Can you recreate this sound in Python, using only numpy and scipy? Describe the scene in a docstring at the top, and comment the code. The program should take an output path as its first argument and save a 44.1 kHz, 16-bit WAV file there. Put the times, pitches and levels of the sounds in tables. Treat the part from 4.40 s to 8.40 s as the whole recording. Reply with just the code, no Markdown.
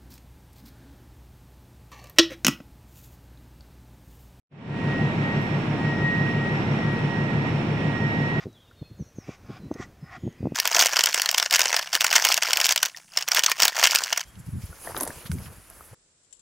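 """A ship's six-cylinder diesel engine throbs through the steelwork, heard on the open deck in harbour.
Its cylinders fire with uneven strength, which makes the throb. Ventilation rushes, with thin fan tones
and a narrow hiss. A blower's whine swells and fades at each ear as the listener turns through its
standing waves (loud and quiet spots in the air). An inverter sings faintly, very high, and two soft
ticks sound close by. Everything fades in at the start."""
import sys
import numpy as np
from scipy import signal
from scipy.fft import rfft, irfft
from scipy.io import wavfile

SR = 44100
rng = np.random.default_rng(int(sys.argv[2]) if len(sys.argv) > 2 else 0)


def transcribe(u):
    """Save the signal u as a 16-bit wav file named by the first command-line argument.

    u: samples, shape (n,) or (channels, n), limited to [-1, 1]; the rate is SR.
    q: integer samples, one column per channel.
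    """
    v = np.clip(np.atleast_2d(u).T, -1, 1)
    q = np.round(v * 32767).astype(np.int16)
    wavfile.write(sys.argv[1], SR, q)


N = 176400
T = np.arange(N) / SR

# rush of air and exhaust: (pitch [Hz], left level [dB per Hz], right level [dB per Hz])
RUSH_SPECTRUM = [(25, -84, -84), (54.3, -75, -74.5), (77, -61, -58.5), (115, -53, -53.5), (200, -50, -50),
                 (308, -55, -54), (412, -56.5, -56.5), (560, -62, -62), (690, -59.5, -60),
                 (1050, -64.5, -63), (1540, -69, -65.5), (2050, -70, -64.5), (2580, -72.5, -64),
                 (3050, -77, -70), (3890, -77.5, -77.5), (4720, -84, -88), (6400, -92.5, -90.5),
                 (8000, -92.5, -100), (9100, -100, -107), (11100, -109, -112), (15000, -112, -113)]
# how alike the rush is at the two ears: (pitch [Hz], likeness [-1 to 1])
RUSH_LIKENESS = [(60, 0.93), (170, 0.97), (280, 0.93), (450, 0.88), (740, 0.58), (1220, 0.17),
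                 (2000, 0.042), (3300, 0.16), (15000, 0.042)]
# swell of the narrow hiss: (time [s], level [dB])
HISS_LEVELS = [(.4, -57.5), (.7, -58.5), (.95, -54), (1.3, -53), (1.65, -55.5), (2.05, -51.5),
               (2.45, -50.5), (2.9, -55.5), (3.2, -53), (3.6, -53.5), (4, -55.5)]
# faint ticks close by: (time [s], level [dB])
TICK_EVENTS = [(1.013, -55), (2.519, -58)]
# inverter switching tones: (pitch [Hz], left level [dB], right level [dB], pitch wander [Hz])
INVERTER_PITCHES = [(9680, -77, -84, 1), (9958, -82, -87, 1), (10000, -76, -81, 1), (10042, -78, -85, 1),
                    (10320, -77, -83, 1), (10362, -86, -89, 1)]
# fan and motor tones: (pitch [Hz], left level [dB], right level [dB], pitch wander [Hz])
FAN_PITCHES = [(826, -51.5, -51.5, 3), (921.5, -43, -43, .7), (935, -51, -51, 16), (1374, -50, -49, 7),
               (1656, -60, -51.5, 1.2), (2469, -60, -53, 13), (2787, -63, -66, 1.5), (8059, -76, -85, 6)]
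# blower whine: (time [s], left level [dB], right level [dB], left ear's head start [ms])
WHINE_AT_EARS = [(0.3, -45, -46, 0.05), (0.4, -35, -36, 0.05), (0.56, -32, -29, 0.01),
                 (0.76, -39, -37, 0.27), (0.86, -30, -28, 0.18), (0.99, -30, -30, 0.17),
                 (1.12, -44, -30.5, 0.3), (1.2, -51, -44, 0.19), (1.36, -44, -45, 0.48),
                 (1.43, -31, -31, 0.56), (1.6, -29, -35, 0.55), (1.69, -26.5, -21.5, 0.65),
                 (1.84, -33, -25, 0.63), (2.02, -30, -35, 0.58), (2.12, -28, -31, 0.33),
                 (2.24, -39, -36, 0.24), (2.5, -31, -37, 0.45), (2.65, -36, -41, 0.42),
                 (2.75, -38, -26.5, 0.44), (2.92, -38, -35, 0.25), (3.09, -38, -27.5, 0.3),
                 (3.15, -45, -45, 0.4), (3.37, -43, -43, 0.35), (3.56, -42, -27, 0.45),
                 (3.68, -33, -26, 0.75), (3.8, -33, -23.5, 0.86), (3.98, -31, -26.5, 0.86)]
# the six firings of one four-stroke engine cycle, in order: (strength [dB])
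FIRING_STRENGTHS = [-3.8, -5.6, -10, -1, -.5, -2.2]
# engine hum: (harmonic [multiple of the cycle rate], level [dB])
ENGINE_HARMONICS = [(6, -46), (11, -57), (12, -53.5), (13, -51), (14, -44), (15, -45), (16, -52), (17, -46),
                    (18, -32.5), (19, -45), (20, -38), (21, -50), (22, -55), (23, -32.5), (24, -28.5),
                    (25, -32), (26, -32.5), (27, -36.5), (28, -49), (29, -36), (30, -40), (31, -51),
                    (32, -40), (33, -42), (34, -52), (35, -43), (36, -34), (37, -46), (38, -47), (39, -46),
                    (40, -42), (41, -54), (42, -46.5), (43, -49), (44, -43.5), (45, -48.5), (46, -48.5)]
# ringing of the steelwork, which delays each firing and draws it out: (pitch [Hz], width [Hz])
HULL_RESONANCES = [(149, 24), (225, 80)]
# opening fade, applied to the whole sound: (time [s], gain [dB])
FADE_IN = [(.09, -81), (.105, -52), (.122, -30), (.2, -20.5), (.3, -13), (.38, -6.5), (.5, -3)]


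def from_db(db):
    """Turn decibels into a gain to multiply by."""
    return 10 ** (np.asarray(db) / 20)


def unit_level(x):
    """Scale a signal so its average power is 1."""
    return x / np.sqrt(np.mean(x ** 2) + 1e-20)


def over_time(rows):
    """Join a table's time points with straight lines: one curve per value column."""
    times, *columns = np.transpose(rows)
    return [np.interp(T, times, c) for c in columns]


def over_pitch(rows, hz):
    """Read a table's value columns at the pitches hz, with octaves evenly spaced."""
    points, *columns = np.transpose(rows)
    return np.array([np.interp(np.log(hz + 1e-9), np.log(points), c) for c in columns])


def drift(rate_hz):
    """A smooth random wobble with a typical size of 1."""
    pole = np.exp(-200 * np.pi * rate_hz / SR)
    noise = rng.standard_normal(N // 100 + 1002)  # one value per 100 samples, plus a run-up
    slow = signal.lfilter([1], [1, -2 * pole, pole * pole], noise)[1000:]
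    return np.interp(np.arange(N) / 100, np.arange(len(slow)), unit_level(slow))


def pan(left_db):
    """Gains that raise the left ear and lower the right."""
    return from_db([[left_db], [-left_db]])


def wandering_phase(hz, wander_hz):
    """The growing angle of a tone whose pitch is not quite steady."""
    return 2 * np.pi * np.cumsum(hz + wander_hz * drift(6.02)) / SR


def air_rush(flicker_db=.5):
    """Broad noise of ventilation and exhaust: alike at both ears in the bass, unlike in the treble."""
    hz = np.arange(N // 2 + 1) * SR / N
    shared, opposite = rfft(rng.standard_normal((2, N)))
    alike = np.clip(over_pitch(RUSH_LIKENESS, hz), -1, 1)
    ears = np.sqrt(1 + alike) * shared + np.sqrt(1 - alike) * opposite * [[1], [-1]]
    air = irfft(ears * from_db(over_pitch(RUSH_SPECTRUM, hz)), N) * np.sqrt(SR) / 2
    return air * from_db(flicker_db * drift(9.1))


def air_hiss(hz=5455, width_hz=250, flicker_db=1.7):
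    """A narrow band of air noise, gently surging."""
    band = signal.butter(2, [hz - width_hz / 2, hz + width_hz / 2], "band", fs=SR, output="sos")
    air = unit_level(signal.sosfilt(band, rng.standard_normal((2, N))))
    return air * from_db(over_time(HISS_LEVELS)[0] + flicker_db * drift(7)) * pan(left_db=2.3)


def ticks(decay_s=.048, low_cut_hz=6500):
    """Short, bright bursts of noise that die away."""
    level = sum(from_db(db) * (T >= s) * np.exp(-np.abs(T - s) / decay_s) for s, db in TICK_EVENTS)
    bright = signal.butter(2, low_cut_hz, "high", fs=SR, output="sos")
    return signal.sosfilt(bright, level * rng.standard_normal((2, N)) + 1e-18) * pan(left_db=2.6)


def machine_tones(rows, flicker_db, blur_rad, flicker_hz):
    """Thin tones of fans or an inverter; reflections make each flicker and shift between the ears."""
    ears = np.zeros((2, N))
    for hz, left_db, right_db, wander_hz in rows:
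        phase = wandering_phase(hz, wander_hz)
        for ear, db in zip(ears, (left_db, right_db)):
            level = from_db(db + flicker_db * drift(flicker_hz))
            ear += np.sqrt(2) * level * np.sin(phase + blur_rad * drift(flicker_hz))
    return ears


def blower_whine(hz=1893, flicker_db=2.5, octave_db=-32):
    """Spinning blades make a tone and its faint octave; each ear gets its own level and delay."""
    left_db, right_db, lead_ms = over_time(WHINE_AT_EARS)
    phase = wandering_phase(hz, wander_hz=.78)
    half_lead = np.pi * hz * lead_ms / 1000
    ears = []
    for db, angle in (left_db, phase + half_lead), (right_db, phase - half_lead):
        tone = np.sin(angle) + from_db(octave_db) * np.sin(2 * angle)
        ears.append(from_db(db + flicker_db * drift(11.5)) * tone)
    return np.sqrt(2) * np.array(ears)


def diesel_engine(cycle_hz=5.984, first_firing_s=.0196, flutter=.084, flutter_hz=2.8, wander_s=.00008):
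    """A stack of tones takes its timing from the uneven firings, so the bass throbs once a cycle."""
    harmonics, levels_db = np.transpose(ENGINE_HARMONICS)
    # above the table, a drone that falls 10.5 dB per octave
    upper = np.arange(round(harmonics[-1]) + 1, 120)
    drone_db = -47.5 - 10.5 * np.log2(upper / upper[0]) + rng.normal(0, 2, len(upper))
    harmonics = np.r_[np.round(harmonics), upper]
    gains = np.sqrt(2) * from_db(np.r_[levels_db, drone_db])
    hz = harmonics * cycle_hz
    cylinders = len(FIRING_STRENGTHS)
    firings_s = first_firing_s + np.arange(cylinders) / cylinders / cycle_hz
    phase = np.angle(np.exp(-2j * np.pi * np.outer(hz, firings_s)) @ from_db(FIRING_STRENGTHS))
    phase -= sum(2 * np.arctan(2 * (hz - ring_hz) / width_hz) for ring_hz, width_hz in HULL_RESONANCES)
    # above 215 Hz, the many paths through the hull smear the firings
    phase += .62 * (hz / 215) ** 4 * rng.standard_normal(len(hz))
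    ear_shift = hz / 740 * rng.standard_normal(len(hz)) / 2  # ears about a radian apart at 740 Hz
    # build one cycle for each ear, then loop it at a slightly unsteady speed
    cycle = np.linspace(0, 1, 4096)
    angles = 2 * np.pi * np.outer(harmonics, cycle)
    waves = [gains @ np.cos(angles + ear[:, None]) for ear in (phase + ear_shift, phase - ear_shift)]
    position = (T + wander_s * drift(flutter_hz)) * cycle_hz % 1
    hum = np.array([np.interp(position, cycle, wave) for wave in waves])
    return hum * (1 + flutter * drift(flutter_hz))


def scene():
    """All the machinery together, as heard on deck."""
    fans = machine_tones(FAN_PITCHES, flicker_db=2.4, blur_rad=.4, flicker_hz=8)
    inverter = machine_tones(INVERTER_PITCHES, flicker_db=2.2, blur_rad=.7, flicker_hz=7)
    return diesel_engine() + air_rush() + blower_whine() + fans + inverter + air_hiss() + ticks()


def record(dry):
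    """Fade the sound in and cut the treble above 15750 Hz."""
    faded = dry * from_db(over_time(FADE_IN)[0])
    return signal.sosfilt(signal.ellip(12, .1, 80, 15750, fs=SR, output="sos"), faded)


dry = scene()
out = record(dry)
transcribe(out)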